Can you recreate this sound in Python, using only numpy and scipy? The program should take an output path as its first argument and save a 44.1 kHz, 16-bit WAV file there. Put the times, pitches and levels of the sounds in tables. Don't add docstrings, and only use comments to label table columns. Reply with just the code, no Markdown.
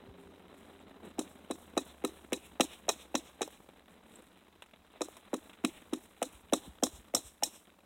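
import sys
import numpy as np
from scipy import signal
from scipy.fft import rfft, irfft
from scipy.io import wavfile
from scipy.ndimage import uniform_filter1d

SR = 44100
rng = np.random.default_rng(int(sys.argv[2]) if len(sys.argv) > 2 else 0)


def store_wav(level_fs):
    pcm = np.round(np.clip(np.atleast_2d(level_fs), -1, 1) * 32767)
    wavfile.write(sys.argv[1], SR, pcm.T.astype(np.int16))


N = 346185
SIZE = 8192
HZ, AGE_S, CLOCK_S = np.fft.rfftfreq(SIZE, 1 / SR), np.arange(SIZE) / SR, np.arange(N) / SR

# crack arrival t/s, ice wave/dB, hardness (wave treble)/dB,
# knock/dB, crack/dB, snap/dB, fizz/dB, bar clink/dB
BLOWS = [(1.191, -31, -12, -37, -48.5, -40.5, -40, -38),
         (1.5089, -33.5, -14, -37, -46, -49.5, -42.5, -36.5),
         (1.7754, -28.5, -5, -25, -42, -37, -39.5, -25.5),
         (2.0465, -29, -11, -29.5, -43.5, -45, -36.5, -31.5),
         (2.3291, -30, -4.5, -37, -34.5, -41, -35.5, -32),
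         (2.6059, -23.5, -5.5, -27.5, -27, -29, -31.5, -21), (2.8895, -33, 4, -24, -38, -28, -36, -23),
         (3.1505, -29, -6.5, -27, -35.6, -30, -41.5, -36), (3.416, -34, 1, -26.5, -41.5, -41, -39, -32),
         (5.0154, -32.5, -3, -29, -49, -38, -43, -35.5), (5.3385, -30, -7, -28.5, -49.5, -49, -42.5, -38),
         (5.6464, -26.5, -17.5, -39.5, -29.5, -43, -34.5, -30.5),
         (5.933, -30, -16.5, -40, -43.5, -48.5, -43, -38),
         (6.2256, -29.5, 2.5, -38.5, -38, -42, -35.5, -57), (6.5327, -24.5, 1, -22, -35, -34, -32, -26.5),
         (6.8338, -26.5, -11, -25.5, -41.5, -27.5, -34, -59),
         (7.147, -33, -2, -31, -42.5, -26.5, -30.5, -37), (7.433, -33, 4, -56, -41.5, -27, -36.5, -27.5)]
# f/Hz, relative density/dB
AIR = [(71, -55), (120, -28.5), (181, 2.5), (233, -0.5), (270, -1), (353, -1.5), (391, -6), (440, -2),
       (474, -4), (3330, -15), (4100, -12.5), (5330, -78), (9020, -120)]
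# f/Hz, relative density/dB
HISS = [(200, 10), (4000, 10), (6000, -6), (7800, 7.5), (10000, 3.5), (13000, -1), (16000, -6)]


def gain_of(db):
    return 10 ** (np.asarray(db) / 20)


def evened(x):
    return x / np.sqrt(np.mean(x ** 2) + 1e-20)


def unit(x):
    return x / (np.linalg.norm(x) + 1e-12)


def read(points, hz):
    f, value = np.transpose(points)
    return np.interp(np.log(hz + 1), np.log(f + 1), value)


def curve(rows, t_s, axis=1):
    rows = np.array(rows)
    return np.interp(t_s, rows[:, 0], rows[:, axis])


def add(mix, start_s, sound):
    part = mix[max(round(start_s * SR), 0):][:len(sound)]
    part += sound[:len(part)]


def causal(db):
    log_gain = np.log(gain_of(np.maximum(db, -100)))
    circle = np.concatenate([log_gain, log_gain[-2:0:-1]])
    return np.exp(np.conj(signal.hilbert(circle)))[:len(db)]


def coloured(x, db):
    return signal.fftconvolve(x, irfft(causal(db)))[:len(x)]


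def grains(spread_db, size=SIZE):
    strength_db = spread_db * np.minimum(rng.exponential(1, size), 5)
    return evened(rng.standard_normal(size) * gain_of(strength_db))


def wander(size, count):
    smooth = uniform_filter1d(rng.standard_normal(size), count)
    return evened(uniform_filter1d(smooth, count))


def noise(db, flutter_db, grain_db=-0.6):
    steady = coloured(grains(grain_db, size=N), db)
    return evened(steady * gain_of(flutter_db * wander(N, count=500)))


def outdoors(low_db=1.5, upper_db=-0.7, hiss_db=-79, wind_db=2.0, flicker_db=3.5, waver_db=-0.43):
    # t/s, low part/dB, upper part/dB
    air_level = [(0.0, -59.5, -62.5), (2.71, -62, -63.5), (4.57, -67.5, -67.5), (5.2, -65.5, -61),
                 (6.91, -66.5, -65.5), (7.85, -68.5, -70)]
    # f/Hz, relative density/dB
    wind_colour = [(20, -17.5), (40, -11.5), (60, -10), (85, -8), (120, -23.5), (250, -13), (1000, -87)]
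    # t/s, level/dB
    wind_level = [(0, -73), (2.4, -72.5), (4.6, -74), (6.2, -71.5), (6.85, -67), (7.85, -81)]
    air = read(AIR, HZ) + read([(60, -11.5), (150, 12.5), (4100, 14), (4600, -29), (9000, -62)], HZ)

    low = noise(air + read([(800, -6.0), (1400, -13.5), (3000, -51.0)], HZ), 0.4)
    low = low * gain_of(curve(air_level, CLOCK_S) + low_db + waver_db * wander(N, count=3000))
    upper = noise(air + read([(400, -19.5), (1100, -10.5)], HZ), 0.36)
    upper = upper * gain_of(curve(air_level, CLOCK_S, axis=2) + upper_db)
    hiss = noise(read(HISS, HZ), 0.55, grain_db=10.0) * gain_of(hiss_db)
    wind = noise(read(wind_colour, HZ), 1.5) * gain_of(curve(wind_level, CLOCK_S) + wind_db)
    flicker = gain_of(flicker_db * wander(N, count=220))
    return (low + upper + hiss) * flicker + wind


def engine(hum_db=6.5):
    # t/s, firing f/Hz, relative level/dB
    firing = [(0, 85, -76), (1.45, 82, -73), (1.9, 71, -68.5), (3.1, 67, -73), (3.7, 67, -79.5),
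              (4.8, 85, -87), (7.85, 76, -86)]
    # f/Hz, width/Hz, relative level/dB
    resonances = [(180, 6.3, -7), (272.6, 6.5, -1.5), (394.8, 13, -3)]
    # t/s, level/dB
    drone_level = [(0, -60), (1.2, -62.5), (1.8, -87), (2.6, -86), (7.85, -87)]
    turns = np.cumsum(curve(firing, CLOCK_S)) / SR
    hum = np.sin(2 * np.pi * turns) * gain_of(curve(firing, CLOCK_S, axis=2) + hum_db)
    pipe = sum(gain_of(db) / (1 + (2 * (HZ - hz) / width_hz) ** 2) for hz, width_hz, db in resonances)
    drone = noise(20 * np.log10(pipe), 0.92) * gain_of(curve(drone_level, CLOCK_S))
    return hum + drone


def crackle(level_db=-70, clicks_per_s=60):
    strength_db = 3.5 * np.minimum(rng.exponential(1, N), 2.5)
    clicks = (rng.random(N) < clicks_per_s / SR) * gain_of(strength_db)
    ticks = signal.fftconvolve(clicks, np.exp(-AGE_S / 0.0012))[:N] * rng.standard_normal(N)
    colour = [(150, -7), (500, 7), (3800, 15.5), (6000, -26), (8000, 1.5), (16000, -10)]
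    return gain_of(level_db) * evened(coloured(ticks, read(colour, HZ)))


def swishes():
    # top t/s, length/s, hiss/dB, rustle/dB
    strokes = [(0.224, 0.19, -68, -63), (0.657, 0.42, -66.5, -59), (1.07, 0.14, -60.5, -49),
               (3.924, 0.088, -67, -56), (4.175, 0.4, -63, -58)]
    hiss, rustle = np.zeros((2, N))
    for top_s, length_s, hiss_db, rustle_db in strokes:
        arch = np.hanning(round(length_s * SR))
        add(hiss, top_s - length_s / 2, gain_of(hiss_db) * arch)
        add(rustle, top_s - length_s / 2, gain_of(rustle_db) * arch)
    hiss = hiss * noise(read(HISS, HZ), 2.5, grain_db=6.0)
    return hiss + rustle * noise(read(AIR, HZ) + read([(400, 1.5), (3000, -6)], HZ), 4.5)


def small_sounds(tick_db=38.0, tick_decay_s=0.0063, bump_decay_s=0.0036):
    # t/s, low/dB, middle/dB, high/dB
    clicks = [(4.622, -50, -48, -62.5), (4.661, -64, -64, -73), (4.736, -56, -57.5, -82),
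              (4.959, -54, -61, -88), (5.168, -53, -54, -58.5), (5.496, -60, -52, -70),
              (5.532, -77, -52, -68), (7.554, -56, -64, -76)]
    # t/s, peak/dB, f/Hz
    bumps = [(0.079, -49, 149), (.09, -48.5, 68), (0.258, -54, 66), (6.341, -51, 59), (6.669, -40.5, 200),
             (6.679, -46, 67), (6.932, -47.5, 59), (6.979, -50.5, 62), (7.241, -51.5, 54)]
    out = np.zeros(N)
    for s, low, middle, high in clicks:
        colour = [(100, low - 25), (650, low + 3), (1600, middle - 3), (3600, middle),
                  (6000, high - 9), (8000, high), (11000, high - 9), (16000, high - 14)]
        burst = unit(grains(0.79) * np.exp(-AGE_S / tick_decay_s))
        add(out, s, coloured(burst, tick_db + read(colour, HZ)))
    for s, db, hz in bumps:
        push = grains(0.72) * AGE_S / bump_decay_s * np.exp(-AGE_S / bump_decay_s)
        thud = coloured(push, read([(hz / 3, -28), (hz, 0), (hz * 3, -30), (hz * 10, -70)], HZ))
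        add(out, s, gain_of(db) * thud / abs(thud).max())
    return out


def loose_bits(clink_decay_s=0.0025, chunk_decay_s=0.0019):
    # t/s, relative level/dB, upper mode f/Hz
    tackle = [(.799, -55, 7900), (4.156, -39, 8230)]
    # t/s, peak/dB
    chunks = [(1.211, -32), (3.4768, -32), (5.085, -35), (6.866, -33)]
    # f/Hz, relative level/dB
    chunk_colour = [(150, -5), (420, 13.5), (700, 14.5), (1100, 3), (1800, -13), (3800, -15), (7500, -11),
                    (16000, -16)]
    out = np.zeros(N)
    for s, db, hz in tackle:
        pair = np.sin(2 * np.pi * hz * AGE_S) + np.sin(2 * np.pi * hz * 0.93 * AGE_S)
        add(out, s, gain_of(db) * pair * np.exp(-AGE_S / clink_decay_s) * (1 - np.exp(-AGE_S / .002)))
    for s, db in chunks:
        knock = coloured(grains(1.1) * np.exp(-AGE_S / chunk_decay_s), read(chunk_colour, HZ))
        add(out, s, gain_of(db) * knock / abs(knock).max())
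    return out


def slush(level_db=-65, peak_s=0.08):
    # f/Hz, relative density/dB
    slush_colour = [(120, -14), (250, 3), (700, -1), (1500, -14), (3800, -14), (6000, -11), (8000, -3),
                    (16000, -11.5)]
    age = np.arange(SR) / SR / peak_s
    power = np.zeros(N)
    for s, *_ in BLOWS:
        add(power, s, (age * np.exp(1 - age)) ** 2)
    fizzing = noise(read(slush_colour, HZ), 2.5, grain_db=4)
    return gain_of(level_db) * np.sqrt(power) * fizzing


def shore(x, echo_db=-21.0, size=256):
    # f/Hz, relative level/dB
    shore_colour = [(200, -8), (700, -6), (1500, -3), (2700, 5.5), (4000, 1.5), (6000, -8.5), (8000, 0.5),
                    (15000, 4.5)]
    # t/s, relative level/dB
    shore_course = [(0, -22), (.04, 25.5), (.07, 16), (.125, 25.5), (.15, 14), (.18, 6.5), (.3, -29),
                    (.6, -58.5)]
    hz, t_s, z = signal.stft(x, SR, nperseg=size)
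    course = unit(gain_of(curve(shore_course, t_s[t_s < shore_course[-1][0]])))
    blurred = uniform_filter1d(abs(z) ** 2, size=7, axis=0)
    power = signal.fftconvolve(blurred, course[None] ** 2, axes=1)[:, :len(t_s)]
    scatter = signal.stft(grains(2.0, size=N), SR, nperseg=size)[2]
    echo = scatter * np.sqrt(abs(power) / np.mean(abs(scatter) ** 2))
    echo = echo * gain_of(echo_db + read(shore_colour, hz))[:, None]
    return signal.istft(echo, SR, nperseg=size)[1][:N]


def chips(clump_db=-0.5, splinter_share=0.37, splinters_per_s=700):
    # f/Hz, relative level/dB
    chip_colour = [(300, -4.5), (800, 3), (1600, -19.5), (3000, -11.5), (3900, 8), (5600, -3), (7600, 1.5),
                   (10000, -5.5), (13000, -14.5), (16000, -15)]
    # t/s, relative level/dB
    spray = [(0, -32), (.009, 1), (.017, 1), (.03, 5.5), (.045, -4.5), (.065, -16), (.12, -40)]
    specks = grains(3.6)
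    dust = specks * gain_of(clump_db * wander(SIZE, count=110))
    splinters = evened(rng.standard_normal(SIZE) * (rng.random(SIZE) < splinters_per_s / SR))
    mixed = coloured(dust + splinter_share * splinters, read(chip_colour, HZ))
    return evened(mixed) * gain_of(curve(spray, AGE_S))


def bar(clink_db, snap_db, ping_db=-4, ping_growth=5, hard_snap_db=-28):
    # nominal f/Hz, relative level/dB, t60/s
    modes = [(1815, -16, .05), (2525, -13, .05), (3680, -11, .025), (3880, -1, .035), (4000, -3, .03),
             (5400, -2, .04), (5610, -2, .04), (7380, -12, .09), (8180, -9, .08), (9200, -14, .07),
             (11540, -18, .06), (11940, -15, .07), (13500, -18, .04), (13750, -18, .04)]
    hz, db, t60_s = np.transpose(modes)[:, :, None]
    upper = hz > 4700
    ping_drive_db = hard_snap_db + ping_db + ping_growth * (snap_db - hard_snap_db)
    drive_db = np.where(upper, ping_drive_db, clink_db)
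    detune, uneven, phase = rng.standard_normal((3, len(modes), 1))
    mode_hz = hz * (1 + np.where(upper, .0016, .009) * detune)
    level = gain_of(drive_db + db + 0.52 * uneven - 60 * AGE_S / t60_s)
    ringing = level * np.sin(2 * np.pi * (mode_hz * AGE_S + phase))
    return ringing.sum(0) * (1 - np.exp(-AGE_S / 0.00085)) ** 2


def fracture(levels_db, rise_s=0.0013, crumble_s=0.0067, crumble_share=0.34, lump_db=2):
    centres_hz = [800, 2400, 6000, 10000]
    # f/Hz, relative level/dB
    fracture_colour = [(60, 6), (150, 16), (450, 39.5), (800, 33.5), (1250, 41), (1550, 30.5), (2400, 37.5),
                       (3500, 40.5), (5500, 37), (6500, 36), (8200, 37), (10000, 29.5), (13000, 17),
                       (16000, 18.5)]
    bite = (AGE_S / rise_s) ** 2 * np.exp(-AGE_S / rise_s)
    crumbling = crumble_share * np.exp(-AGE_S / crumble_s) * (1 - np.exp(-AGE_S / rise_s)) ** 2
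    cracks = grains(1.1)
    burst = unit(cracks * (bite + crumbling) * gain_of(lump_db * wander(SIZE, count=30)))
    return coloured(burst, read(fracture_colour, HZ) + read(list(zip(centres_hz, levels_db)), HZ))


def slips():
    # t/s, crunch/dB, bar clink/dB
    bites = [(1.5157, -64, -33.5), (1.7865, -58, -32.5), (2.3378, -58, -31), (2.6111, -62, -31),
             (2.898, -35, -25.5), (3.160, -54, -30.5), (3.4251, -35.5, -25), (6.866, -42.5, -47),
             (7.163, -39, -49)]
    # knock/dB, crack/dB, snap/dB, fizz/dB
    slip_colour = [3.5, -10.5, -7, -14]
    out = np.zeros(N)
    for s, crunch, clink in bites:
        add(out, s, fracture(crunch + np.array(slip_colour)) + bar(clink, crunch))
    return out


def far_return(delay_s=0.042, width_s=0.0079, centre_hz=311, level_db=-11.5):
    late_s = AGE_S - delay_s
    thud_hz = centre_hz * rng.normal(1, 0.04)
    return gain_of(level_db) * np.exp(-(late_s / width_s) ** 2) * np.cos(2 * np.pi * thud_hz * late_s)


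def slab(wave):
    # f/Hz, width/Hz, relative level/dB
    slab_modes = [(262.4, 45, -6), (393.6, 12, -4), (504, 43, 4), (660, 63, -2.5), (818, 83, -11.5)]
    ringing = np.zeros(SIZE)
    for hz, width_hz, db in slab_modes:
        decay = 2 * np.pi * width_hz / SR * np.exp(-np.pi * width_hz * AGE_S)
        ringing += gain_of(db) * decay * np.cos(2 * np.pi * hz * AGE_S)
    return unit(wave + signal.fftconvolve(wave, ringing)[:SIZE])


def ice_wave(metres, hardness_db, top_speed_m_per_s=1200, lag_s_per_m=.0032, bend_hz=270,
             start_turns=0.39, scatter=0.7, treble_db=5, passing_hz=235):
    # f/Hz, relative level/dB
    wave_colour = [(60, -26), (130, -32), (190, -2.5), (260, 5.5), (340, 5.5), (430, -9.5), (520, -5.5),
                   (800, -9), (1100, -26.5), (1700, -28.5), (2700, -33), (4200, -47.5), (6000, -51),
                   (16000, -55)]
    # nominal extra path/m, relative signed share, half-amplitude f/Hz
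    ice_echoes = [(3.2, -0.095, 780), (6.5, -0.32, 1950), (11.2, 0.13, 1600)]
    treble = (hardness_db + treble_db) * read([(330, 0.01), (750, 0.89)], HZ)
    blow = causal(read(wave_colour, HZ) + treble)
    steps = rfft(unit(grains(2.5) * np.exp(-AGE_S / .003)))
    roughness = read([(250, 0.53), (700, 2.2), (2500, 4.5), (8000, 6)], HZ)
    blow = blow * (1 + scatter * steps * roughness)

    turns_per_metre = HZ / top_speed_m_per_s + lag_s_per_m * bend_hz * np.arctan(HZ / bend_hz)
    paths = 1 + 0j
    reflected = 1.28 / (1 + (passing_hz / (HZ + 1)) ** 6)
    for extra_m, share, top_hz in ice_echoes:
        extra_turns = turns_per_metre * extra_m * rng.normal(1, .004)
        echo = share * reflected * np.exp(-2j * np.pi * extra_turns)
        paths = paths + echo / (1 + (HZ / top_hz) ** 4)
    travel = np.exp(2j * np.pi * (start_turns - turns_per_metre * metres))
    return unit(irfft(blow * paths * travel))


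def chopping(wave_db=30, bar_db=5, chips_db=-12.0, sound_m_per_s=343):
    # t/s, distance/m
    distance = [(5.7, 3.6), (7.1, 4.25)]
    out = np.zeros(N)
    for s, wave, hardness, knock, crack, snap, fizz, clink in BLOWS:
        metres = curve(distance, s)
        struck_s = s - metres / sound_m_per_s
        add(out, struck_s, gain_of(wave + wave_db) * slab(ice_wave(metres, hardness)))
        add(out, s, fracture([knock, crack, snap, fizz]) + gain_of(wave) * far_return())
        spray = gain_of((snap + fizz) / 2 + chips_db) * chips()
        add(out, s, gain_of(bar_db) * bar(clink, snap) + spray)
    return out


def scene():
    blows = chopping() + slips()
    ice = blows + shore(blows) + slush()
    details = small_sounds() + loose_bits() + swishes()
    return (ice + details + outdoors() + crackle() + engine())[None]


def record(dry, self_noise_db=-76.5, edge_hz=16100):
    # f/Hz, gain/dB
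    response = [(20, -4), (36, -4.5), (52, 0), (3950, -3.5), (4120, -7.5), (4350, -20), (4650, -23.5),
                (4950, -15), (5150, -12), (5350, -1), (16000, -0.5)]
    hiss = noise(read([(100, -0.5), (4500, 0.5), (16000, -2.5)], HZ), 1.2)
    x = coloured(dry[0], read(response, HZ)) + gain_of(self_noise_db) * hiss
    low_pass = signal.firwin(255, edge_hz, window=("kaiser", 8), fs=SR)
    return signal.oaconvolve(x, low_pass, "same")[None]


dry = scene()
out = record(dry)
store_wav(out)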